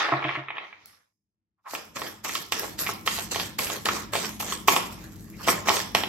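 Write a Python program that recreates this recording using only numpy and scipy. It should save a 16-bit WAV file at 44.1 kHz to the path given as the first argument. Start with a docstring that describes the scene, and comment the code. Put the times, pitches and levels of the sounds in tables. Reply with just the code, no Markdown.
"""Overhand shuffle at a table

In a bare-walled living room, a deck of large cards is knocked square on a table, then shuffled overhand.
Strokes are grainy friction noise; packets slap down as a palm thud, an air-pocket pop and a paper crack.
Decaying noise and a few near reflections make the room ring after every slap and knock; the table booms.
A stereo pair of microphones hears the direct contacts a little earlier on the right.
A low rumble of noise and standing waves lies underneath, almost gone before the shuffle, then swelling."""
import sys
import numpy as np
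from scipy import signal
from scipy.fft import rfft, irfft, next_fast_len
from scipy.io import wavfile
from scipy.ndimage import map_coordinates

SR = 44100
rng = np.random.default_rng(int(sys.argv[2]) if len(sys.argv) > 2 else 0)


def master_out(mix):
    """Clip the mix to full scale and print it as 16-bit PCM to the path in sys.argv[1]."""
    frames = np.transpose(np.atleast_2d(mix))
    ceiling = np.clip(frames, -1, 1)
    pcm = np.round(ceiling * 32767).astype(np.int16)
    wavfile.write(sys.argv[1], SR, pcm)


N = 268503
TIME = np.arange(N) / SR
LEFT_LAG_SAMPLES = 2    # sound reaches the left side this much later
SLIDE_GATE_DB = -62     # loose cards and faint ticks need at least this stroke level
MIDDLE_POCKET_HZ = 1000

# Packets landing on the deck. Each row: start in seconds, air pocket in Hz, pocket level in dB,
# card crack level in dB; both levels are relative.
SLAPS = [(1.7357, 700, -32, -46), (1.7503, 1210, -34.5, -29), (1.9683, 1170, -32.5, -33.5),
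         (2.018, 980, -29.5, -31.5), (2.066, 1250, -42, -37), (2.2553, 1070, -31, -40),
         (2.2933, 1110, -34, -30.5), (2.3531, 1190, -26.5, -23.5), (2.522, 1130, -23, -22),
         (2.5264, 1080, -50, -27), (2.6333, 720, -33, -37), (2.6443, 840, -32, -48),
         (2.8653, 970, -36, -28), (2.8705, 1120, -32, -27), (2.8912, 820, -26.5, -38),
         (3.0758, 1150, -19.5, -18), (3.1872, 700, -34.5, -30.5), (3.3463, 1180, -42, -28.5),
         (3.3598, 750, -26.5, -27.5), (3.3983, 1060, -32, -24.5), (3.5912, 1100, -25.5, -24.5),
         (3.6704, 1270, -55, -31.5), (3.7006, 980, -28.5, -30), (3.8568, 930, -39, -20.5),
         (3.8649, 1260, -21.5, -31), (3.8872, 1240, -18, -22), (3.9676, 1030, -30, -34),
         (4.1354, 920, -29, -28.5), (4.1538, 800, -21.5, -24), (4.1624, 990, -35, -26),
         (4.2466, 990, -38, -30), (4.4032, 760, -33, -33), (4.4269, 1110, -31, -41),
         (4.5236, 1130, -25.5, -27.5), (4.6831, 1050, -8.5, -14.5), (4.6885, 950, -25.5, -18.5),
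         (4.7346, 750, -27, -26.5), (4.7636, 960, -18, -20), (5.4513, 660, -47, -43),
         (5.4761, 690, -21.5, -31), (5.4839, 1140, -16, -20), (5.4895, 900, -19, -23.5),
         (5.6728, 930, -25.5, -29.5), (5.6861, 1040, -14.5, -19), (5.6932, 1210, -38, -16.5),
         (5.7012, 960, -16, -32), (5.7145, 930, -23, -38), (5.7683, 1230, -32, -25),
         (5.8019, 1010, -45, -26.5), (5.9497, 720, -19, -15), (6.0359, 820, -25.5, -23)]
# Bending resonances of a loose packet. Each row: pitch in Hz, width in Hz, relative level in dB.
PACKET_MODES = [(1790, 240, 5.5), (2385, 500, 5), (3160, 820, 5), (5540, 940, 3)]


def slaps(slide):
    """Packets and loose cards land, squeezing out air and ringing in broad bending resonances."""
    landings = [*SLAPS, *loose_cards(slide)]
    return card_hits(landings, PACKET_MODES, crack_top_hz=6070, contact_s=.0011, patter=0.55,
                     settle_s=.004, settle_db=-20, pocket_width_hz=520, pocket_db=-0.5,
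                     thud_db=-7, crack_db=0.5, tick_db=-11)


LOOSE_CARDS_PER_S, LOOSE_CARD_DB = 11, -5.5   # rate while cards slide; level relative to the sliding


def loose_cards(slide):
    """Light landings at random moments, following the strength of the sliding; rows as in SLAPS."""
    sliding_now = slide > from_db(SLIDE_GATE_DB)
    at = np.flatnonzero((rng.random(N) < LOOSE_CARDS_PER_S / SR) & sliding_now)
    pitch, air, crack = rng.standard_normal((len(at), 3)).T
    pocket_hz = MIDDLE_POCKET_HZ * np.exp(.15 * pitch)
    db = 20 * np.log10(slide[at]) + LOOSE_CARD_DB
    return list(zip(TIME[at], pocket_hz, db + 3 * air, db - 1 + 3 * crack))


HIT_S = .004              # a part at 0 dB has the energy of rms 1 over this time
THUD_DB_PER_OCTAVE = 11   # a bigger, lower air pocket also thuds more in the palm


def card_hits(rows, modes, crack_top_hz, contact_s, patter, settle_s, settle_db,
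              pocket_width_hz, pocket_db, thud_db, crack_db, tick_db):
    """A packet lands: the palm thuds, trapped air pops, cards crack, edges tick, loose cards settle."""
    out, t = np.zeros(N), TIME[:SR // 20]
    firm = (t == 0).astype(float)
    envelope = np.exp(-t / contact_s) + from_db(settle_db) * np.exp(-t / settle_s)
    sharp = np.exp(-t / .0004)
    crack_top = signal.butter(8, crack_top_hz, fs=SR, output="sos")
    for s, pocket_hz, pocket, crack in rows:
        patter_noise, tick_noise = rng.standard_normal((2, len(t)))
        # one firm push plus the patter of single cards
        push = firm + patter * energy_one(patter_noise * envelope)
        # every grip tunes the packet a little differently
        stiffness = 1 + 0.043 * rng.standard_normal()
        bend = np.zeros(len(t))
        for k, (hz, width_hz, db) in enumerate(modes):
            gain = (-1) ** k * from_db(db + 2 * rng.standard_normal())
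            bend += gain * resonance(push, hz * stiffness, width_hz)
        bend = signal.sosfilt(crack_top, bend)
        thud = pocket + THUD_DB_PER_OCTAVE * np.log2(MIDDLE_POCKET_HZ / pocket_hz)
        palm = from_db(thud + thud_db) * energy_one(band(push, 300, 796))
        pop = resonance(push, pocket_hz, pocket_width_hz)
        air = from_db(pocket + pocket_db) * energy_one(band(pop, 471, 1300))
        paper = from_db(crack + crack_db) * energy_one(band(bend, 1400, 4800))
        tick = energy_one(tick_noise * sharp) + firm
        edges = from_db(crack + tick_db) * energy_one(band(tick, 5000, 16000))
        add(out, s, np.sqrt(HIT_S * SR) * (palm + air + paper + edges))
    return out


# Strokes of the hand, cards sliding over each other. Each row: landing time in seconds, rise in seconds,
# hold in seconds, card friction level in dB, palm rub level in dB; both levels are relative.
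STROKES = [(1.706, 0.054, 0.017, -43.5, -65), (1.744, 0.056, 0.0057, -41.5, -39),
           (1.963, 0.025, 0.12, -40.5, -38), (2.248, .02, 0.13, -35, -37.5), (2.522, 0.01, 0.13, -35, -35),
           (2.792, 0.025, 0.11, -34, -37.5), (3.065, 0.016, 0.13, -31.5, -36.5),
           (3.317, 0.02, 0.098, -31.5, -34.5), (3.587, 0.0086, 0.15, -32.5, -33.5),
           (3.856, 0.01, .11, -33.5, -31.5), (4.135, 0.019, 0.12, -32.5, -34),
           (4.4, 0.0098, 0.14, -34.5, -39.5), (4.677, 0.0056, 0.05, -27, -27.5),
           (4.758, .006, .006, -31.5, -29.5), (4.927, 0.077, .12, -50, -48), (5.124, 0.12, .25, -58, -58),
           (5.445, 0.17, .03, -45.5, -45.5), (5.483, 0.043, 0.0053, -26.5, -26),
           (5.658, .015, 0.016, -41, -34.5), (5.684, 0.04, 0.1, -30, -29.5),
           (5.949, 0.0069, 0.006, -30, -28.5), (6.033, .02, 0.011, -47, -38.5)]
STROKE_RISE_DB = 36.5                        # swell over the rise time
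STROKE_BITE_DB, STROKE_BITE_S = 4.1, 0.01    # extra grip as the packet lands, and its decay
STROKE_SAG_DB_PER_S, STROKE_EASE_DB = 14.5, 1   # steady sag, and a dip of pressure in mid-hold
SLIDE_RELEASE_DB_PER_S, PALM_RELEASE_DB_PER_S = 189, 149


def stroke_gains():
    """Friction and palm rub over time: every stroke rises, bites, eases in the middle and is released."""
    s, rise_s, hold_s, slide_db, palm_db = np.transpose(STROKES)[..., None]
    t = TIME[::20]   # a coarse clock is enough for gains
    age, hold_s = t - s, np.maximum(hold_s, 1 / SR)
    held = np.clip(age, 0, hold_s)
    released = np.maximum(age - hold_s, 0)
    rise = STROKE_RISE_DB * np.minimum(age, 0) / rise_s
    bite = STROKE_BITE_DB * np.exp(-held / STROKE_BITE_S)
    sag = STROKE_SAG_DB_PER_S * held + STROKE_EASE_DB * np.sin(np.pi * held / hold_s) ** 2
    shape = rise + bite - sag

    def strongest(db, release):
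        """The strongest stroke sets the gain at each moment."""
        loudest_db = np.max(db + shape - release * released, axis=0)
        return np.interp(TIME, t, from_db(loudest_db))

    return strongest(slide_db, SLIDE_RELEASE_DB_PER_S), strongest(palm_db, PALM_RELEASE_DB_PER_S)


# Colour of card faces sliding. Each row: frequency in Hz, relative gain in dB.
CARD_SLIDE = [(300, -15.5), (900, -18.5), (1600, -4.5), (2400, -2), (3500, -3), (4500, 2.5), (6000, 1),
              (8200, 3.5), (12000, -3), (16000, -14.5)]
# Colour of the deck rubbing in the palm. Each row: frequency in Hz, relative gain in dB.
PALM_RUB = [(100, -13.5), (250, -3), (500, -2), (800, -5.5), (1200, -4.5), (1600, 1), (3000, -22)]


def sliding(slide, palm, slide_db, palm_db):
    """Card faces swish over each other while the deck rubs in the palm."""
    swish = from_db(slide_db) * slide * friction(CARD_SLIDE, grain_db=5.0, catches_per_s=16000)
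    # the card edges grip and slip, so the top of the hiss comes in quick surges
    surge_times = np.arange(300) / 45
    surge = from_db(np.interp(TIME, surge_times, rng.normal(-2, 4.5, 300)))
    top = signal.sosfilt(signal.butter(1, 9000, "high", fs=SR, output="sos"), swish)
    swish = swish + (surge - 1) * top
    rub = from_db(palm_db) * palm * friction(PALM_RUB, grain_db=2.0, catches_per_s=4000)
    return spread(swish, likeness=0.19) + spread(rub, likeness=0.33)


# Single card corners snapping free. Each row: start in seconds, relative level in dB.
FLICKS = [(.858, -34.5), (1.994, -33.5), (2.351, -23), (2.521, -26), (2.595, -19), (2.936, -26.5),
          (3.075, -28), (3.589, -23), (4.293, -25), (4.763, -20), (5.301, -38)]
FLICK_DECAY_S = 0.0013   # a corner buzzes for a moment as it snaps free
FAINT_TICKS_PER_S = 26   # while the cards slide


def flicks(slide, snap_db, faint_db):
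    """Corners snap free in short bright bursts; faint ones tick at random, louder in strong sliding."""
    sliding_now = slide > from_db(SLIDE_GATE_DB)
    born = (rng.random(N) < FAINT_TICKS_PER_S / SR) & sliding_now
    clicks = born * from_db(faint_db + rng.uniform(-9, 0, N)) * slide ** .35
    t = TIME[:SR // 50]
    for s, db in FLICKS:
        buzz = rng.standard_normal(len(t)) * np.exp(-t / FLICK_DECAY_S)
        add(clicks, s, from_db(db + snap_db) * energy_one(buzz))
    bright = signal.butter(2, 8000, "high", fs=SR, output="sos")
    return signal.sosfilt(bright, clicks + 1e-18)


# The hand lifts a packet off the deck. Each row: time of the peak in seconds, pitch in Hz, level in dB.
SCUFFS = [(1.597, 1050, -79), (1.674, 1080, -37), (5.342, 2110, -51.5), (5.41, 1110, -42.5),
          (5.452, 2900, -40.5)]
SCUFF_RISE_S, SCUFF_DECAY_S, SCUFF_WIDTH_HZ = 0.015, 0.029, 630   # width of each of two resonances


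def scuffs():
    """Brief soft rubbing that swells and fades in the hollow between packet and deck."""
    out = np.zeros((2, N))
    for s, hz, db in SCUFFS:
        before, after = np.minimum(TIME - s, 0), np.maximum(TIME - s, 0)
        envelope = np.exp(-(before / SCUFF_RISE_S) ** 2 - after / SCUFF_DECAY_S)
        hollow = resonance(rng.standard_normal((2, N)), hz, SCUFF_WIDTH_HZ)
        hollow = resonance(hollow, hz, SCUFF_WIDTH_HZ)
        out += from_db(db) * envelope * rms_one(hollow)
    return spread(out, likeness=0.67)


# The deck's edges knocked on the table. Each row: start in seconds, air pocket in Hz, pocket level in dB, #
# card crack level in dB; both levels are relative.
KNOCKS = [(.0051, 1210, -30, -27), (.0317, 1170, -40, -28), (.085, 700, -32, -32), (.0921, 720, -30, -33),
          (.1214, 760, -25.5, -35), (.1245, 1080, -21, -48), (.1363, 1060, -21.5, -28.5),
          (.2255, 1030, -32.5, -31), (.2415, 1110, -30.5, -26), (.25, 950, -30, -28),
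          (.2843, 1180, -34, -31), (.2912, 1040, -31, -24.5), (.3101, 1140, -35, -38.5),
          (.3528, 1000, -34, -32), (.36, 1020, -38, -28), (.4841, 1130, -36.5, -32.5),
          (.504, 1000, -34, -30), (.5684, 1090, -41, -33.5), (.5818, 1060, -35, -30),
          (.7272, 1080, -49, -40.5)]
# Bending resonances of the tightly held deck. Each row: pitch in Hz, width in Hz, relative level in dB.
DECK_MODES = [(1670, 120, 6), (2100, 170, 6), (2385, 120, 6), (3060, 460, -5.5), (3720, 140, -13.5)]


def knocks():
    """The deck's edges strike in very short contacts; held tight, it bends in narrower resonances."""
    return card_hits(KNOCKS, DECK_MODES, crack_top_hz=4300, contact_s=0.00023, patter=0.77,
                     settle_s=0.0031, settle_db=-17.5, pocket_width_hz=500, pocket_db=2.5,
                     thud_db=-7, crack_db=1, tick_db=-42.5)


# Cards rubbing as the deck is squared, dull in the treble. 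Each row: time in seconds,
# friction level in dB, crisp edge hiss level in dB; both levels are relative.
SQUARING = [(0.0, -21.5, -32), (.19, -31, -56), (.35, -32.5, -55.5), (.47, -47, -81), (.57, -38, -73),
            (.64, -42.5, -63), (.8, -57.5, -65.5), (.95, -59.5, -61), (1.13, -86.5, -97)]
# Colour of the dull rubbing. Each row: frequency in Hz, relative gain in dB.
DULL_RUB = [(100, -48.5), (330, -3), (550, -2), (1050, 2.5), (1500, 8.5), (2100, 0.5), (3800, -7),
            (4600, -16), (6500, -30.5), (10000, -65.5)]
# Colour of the crisp card edges. Each row: frequency in Hz, relative gain in dB.
EDGE_HISS = [(2500, -8.5), (4500, 7.5), (6000, -0.5), (7500, -10), (9500, -5), (12000, -18.5),
             (14000, -29.5), (16000, -42)]


def squaring(rub_db, hiss_db):
    """Dull, grainy rubbing and crisp edge hiss, fading unevenly as the deck is squared."""
    rub, hiss = gains_in_time(SQUARING)
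    dull = from_db(rub_db) * rub * friction(DULL_RUB, grain_db=-0.5, catches_per_s=1700)
    crisp = from_db(hiss_db) * hiss * friction(EDGE_HISS, grain_db=3.5, catches_per_s=17000)
    return spread(dull + crisp, likeness=0.17)


# The deck bumps the table. Each row: start in seconds, relative level in dB.
BUMPS = [(0.12, -30), (0.244, -35), (0.369, -39)]
# Resonances of the table top. Each row: pitch in Hz, relative level in dB, undamped 60 dB decay in seconds.
TABLE_MODES = [(135.8, -6, 0.5), (315, 1, 0.16), (348, -10, 0.63), (618, -4.5, 0.24), (700, -7, 0.52)]
# the hands come to rest after each bump and damp the table: when it begins, and by how much
TABLE_FREE_S, TABLE_DAMPED_DB = .05, 8


def table_bumps(level_db):
    """The table top booms in decaying sine modes under the soft weight of the deck."""
    out, t = np.zeros(N), TIME[:SR]
    damping = np.clip(2 * (t / TABLE_FREE_S - 1), 0, 1)
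    soft_onset = 1 - np.exp(-t / 0.006)
    for s, db in BUMPS:
        ring = np.zeros(len(t))
        for hz, mode_db, t60 in TABLE_MODES:
            gain = from_db(mode_db + rng.normal(0, 1))   # each bump excites the modes differently
            ring += gain * np.sin(2 * np.pi * hz * t) * np.exp(-np.log(1000) * t / t60)
        add(out, s, from_db(db + level_db) * ring * from_db(-TABLE_DAMPED_DB * damping) * soft_onset)
    return out


# Decay of the room. Each row: frequency in Hz, time to fall 60 dB in seconds.
ROOM_T60 = [(125, 0.3), (500, 0.56), (1200, 0.51), (3000, 0.43), (7000, 0.6), (14000, 0.1)]
# Strength of the room's tail. Each row: frequency in Hz, relative level in dB.
ROOM_COLOUR = [(125, 13.5), (500, -0.5), (1100, -3.5), (2200, -0.5), (5000, -2.5), (8000, 6), (12000, -2)]
# Left-right likeness of the tail. Each row: frequency in Hz, likeness from 0 to 1.
ROOM_LIKENESS = [(150, 0.45), (600, 0.15), (2000, 0.16), (6000, 0.24)]
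# Near reflections off table, body and screen. Each row: delay in milliseconds, left level in dB,
# right level in dB; the treble is softened afterwards.
ECHOES = [(1.6, -22, -7), (2.4, -11.5, -29), (4.7, -27.5, -10.5), (7.3, -21, -8)]
SCATTER_TOP_HZ, SCATTER_PER_S = 4500, 3000


def room(x, early_db, tail_db, early_s):
    """Direct sound a little from the right, dull near reflections and scatter, then a diffuse tail."""
    t = TIME[:SR * 3 // 4]
    edges = np.geomspace(80, 18000, 13)
    white = rng.standard_normal((2, 2, len(t)))
    tail = np.zeros((2, len(t)))
    for k, (low, high) in enumerate(zip(edges, edges[1:])):
        hz = np.sqrt(low * high)
        decay = np.exp(-np.log(1000) * t / at_hz(ROOM_T60, hz))
        noise = spread(band(white[k % 2], low, high), at_hz(ROOM_LIKENESS, hz))
        tail += from_db(at_hz(ROOM_COLOUR, hz)) * noise * decay
    tail = energy_one(tail * (1 - np.exp(-t / .008)))
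    bounces = rng.standard_normal((2, len(t))) * (rng.random((2, len(t))) < SCATTER_PER_S / SR)
    scatter = spread(bounces, likeness=1.0) * np.exp(-t / early_s) * (t > .002)
    near = from_db(early_db) * energy_one(scatter)
    for ms, left_db, right_db in ECHOES:
        lag = round(ms * SR / 1000)
        near[0, lag + LEFT_LAG_SAMPLES] += from_db(left_db)
        near[1, lag] += from_db(right_db)
    # skin and cloth soak up the treble of the near reflections, so bright ticks stay sharp
    near = signal.sosfilt(signal.butter(2, SCATTER_TOP_HZ, fs=SR, output="sos"), near)
    response = near + from_db(tail_db) * tail
    response[0, LEFT_LAG_SAMPLES] += 1   # direct sound
    response[1, 0] += 1
    return signal.fftconvolve(x[None], response, axes=1)[:, :N]


# Course of the low room background. Each row: time in seconds, relative level in dB.
RUMBLE_LEVEL = [(0.0, -59), (.36, -61), (.6, -77), (.9, -69.5), (1.08, -90.5), (1.74, -89), (1.9, -55),
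                (2.45, -57.5), (2.8, -45.5), (4.1, -44.5), (6.09, -43)]
# Colour of the rumble. Each row: frequency in Hz, relative gain in dB.
RUMBLE_COLOUR = [(22, -37), (32, -39.5), (42, 4.5), (75, -6.5), (101, -1), (155, -7), (205, -1.5),
                 (300, -13), (450, -20.5), (700, -47.5), (2000, -40), (12000, -49)]
# Standing waves of the room. Each row: pitch in Hz, width in Hz, level relative to the rumble in dB.
ROOM_MODES = [(100.6, 5.2, -8), (180, 27, -8), (210.8, 7, -6.5), (313.8, 15, -8)]


def rumble(level_db):
    """Low background noise that gathers in the room's standing waves, nearly alike on both sides."""
    level = gains_in_time(RUMBLE_LEVEL)[0]
    noise = coloured(rng.standard_normal((2, N)), RUMBLE_COLOUR)
    for hz, width_hz, db in ROOM_MODES:
        wave = resonance(rng.standard_normal((2, N)), hz, width_hz)
        noise = noise + from_db(db) * rms_one(wave)
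    balance = from_db([[.7], [-.7]])   # slightly stronger on the left
    return from_db(level_db) * balance * level * spread(noise, likeness=0.84)


def friction(spectrum, grain_db, catches_per_s):
    """Card fibres catch and let go: dense clicks of uneven size, scattered to both sides."""
    sizes = from_db(grain_db * np.minimum(rng.exponential(1, (2, N)), 4))
    catches = rng.random((2, N)) < catches_per_s / SR
    clicks = catches * sizes * rng.standard_normal((2, N))
    return coloured(shifting_colour(clicks), spectrum)


PATCHY_DB = 4.5   # typical swing of a patch


def shifting_colour(x):
    """As the grip and the free length of the cards change, patches of the spectrum swell and fade."""
    hz, s, frames = signal.stft(x, SR, nperseg=512)
    # random heights on a grid of pitch and time, 22 steps a second
    place = np.meshgrid(7 * np.log2(1 + hz / 500), s * 22, indexing="ij")
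    patches = map_coordinates(rng.standard_normal((40, 140)), place, order=1, mode="nearest")
    return signal.istft(frames * from_db(PATCHY_DB * patches), SR)[1][..., :N]


def spread(pair, likeness):
    """Blend two unrelated signals into left and right, the left slightly late."""
    alike = np.clip(likeness, 0, 1)
    mid = np.sqrt((1 + alike) / 2) * pair[0]
    side = np.sqrt((1 - alike) / 2) * pair[1]
    return np.array([np.roll(mid + side, LEFT_LAG_SAMPLES), mid - side])


def from_db(db):
    """Decibels to gain."""
    return 10 ** (np.asarray(db) / 20)


def rms_one(x):
    """Scale to rms 1."""
    return x / np.sqrt(np.mean(x ** 2) + 1e-20)


def energy_one(x):
    """Scale each channel to energy 1."""
    return x / np.sqrt(np.sum(x ** 2, axis=-1, keepdims=True) + 1e-20)


def gains_in_time(rows):
    """One gain curve per dB column, silent outside the rows."""
    s, *columns = np.transpose(rows)
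    inside = (TIME >= s[0]) * (TIME <= s[-1])
    return [from_db(np.interp(TIME, s, db)) * inside for db in columns]


def at_hz(points, hz):
    """Read a table on a log-frequency axis."""
    f, value = np.transpose(points)
    return np.interp(np.log(np.maximum(hz, 1)), np.log(f), value)


def coloured(x, spectrum):
    """Filter a steady signal with a table of gains; rms 1."""
    size = next_fast_len(N)
    hz = np.arange(size // 2 + 1) * SR / size
    shaped = irfft(rfft(x, size) * from_db(at_hz(spectrum, hz)), size)
    return rms_one(shaped[..., :N])


def band(x, low_hz, high_hz):
    """Causal band-pass."""
    edges = [low_hz, min(high_hz, SR / 2 - 100)]
    return signal.sosfilt(signal.butter(2, edges, "band", fs=SR, output="sos"), x)


def resonance(x, hz, width_hz):
    """Two-pole resonance with gain close to 1 on top."""
    r = np.exp(-np.pi * width_hz / SR)
    feedback = [1, -2 * r * np.cos(2 * np.pi * hz / SR), r * r]
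    return signal.lfilter(np.array([1, 0, -1]) * (1 - r * r) / 2, feedback, x)


def add(track, s, sound):
    """Mix a sound into a track at time s."""
    start = max(0, round(s * SR))
    part = sound[:max(0, N - start)]
    track[start:start + len(part)] += part


def scene():
    """Slaps, knocks and flicks ring in the room, over table bumps, friction and rumble."""
    slide, palm = stroke_gains()
    contacts = slaps(slide) + flicks(slide, snap_db=23.5, faint_db=3.5) + knocks()
    hits = room(contacts, early_db=-5, tail_db=-3, early_s=.008)
    rubbing = sliding(slide, palm, slide_db=5.0, palm_db=0.5) + scuffs()
    rubbing = rubbing + squaring(rub_db=-1, hiss_db=1.5)
    return hits + rubbing + table_bumps(level_db=8.0) + rumble(level_db=-1.5)


# Microphone peaks and dips. Each row: centre in Hz, nominal width in Hz, left gain in dB, right gain in dB.
MICROPHONE = [(1539, 170, -10.5, -6), (4650, 660, -15.5, 0), (9570, 820, -35, -29.5),
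              (11830, 1400, 11, 6.5), (16650, 1900, -20, -14)]
BASS_CUT_HZ, TOP_CUT_HZ = 53, 16200


def record(dry):
    """The microphones colour the sound with a few peaks and dips; the deep bass and the top are cut."""
    bass_cut = signal.butter(6, BASS_CUT_HZ, "high", fs=SR, output="sos")
    channels = list(signal.sosfilt(bass_cut, dry))
    for hz, width_hz, *side_db in MICROPHONE:
        half_width = np.tan(np.pi * width_hz / SR)
        turn = -2 * np.cos(2 * np.pi * hz / SR)
        for k, db in enumerate(side_db):
            gain = from_db(db / 2)   # applied above and below the fraction, so the centre gets db
            above = [1 + half_width * gain, turn, 1 - half_width * gain]
            below = [1 + half_width / gain, turn, 1 - half_width / gain]
            channels[k] = signal.lfilter(above, below, channels[k])
    top_cut = signal.ellip(10, .2, 80, TOP_CUT_HZ, fs=SR, output="sos")
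    return signal.sosfilt(top_cut, np.array(channels))


dry = scene()
out = record(dry)
master_out(out)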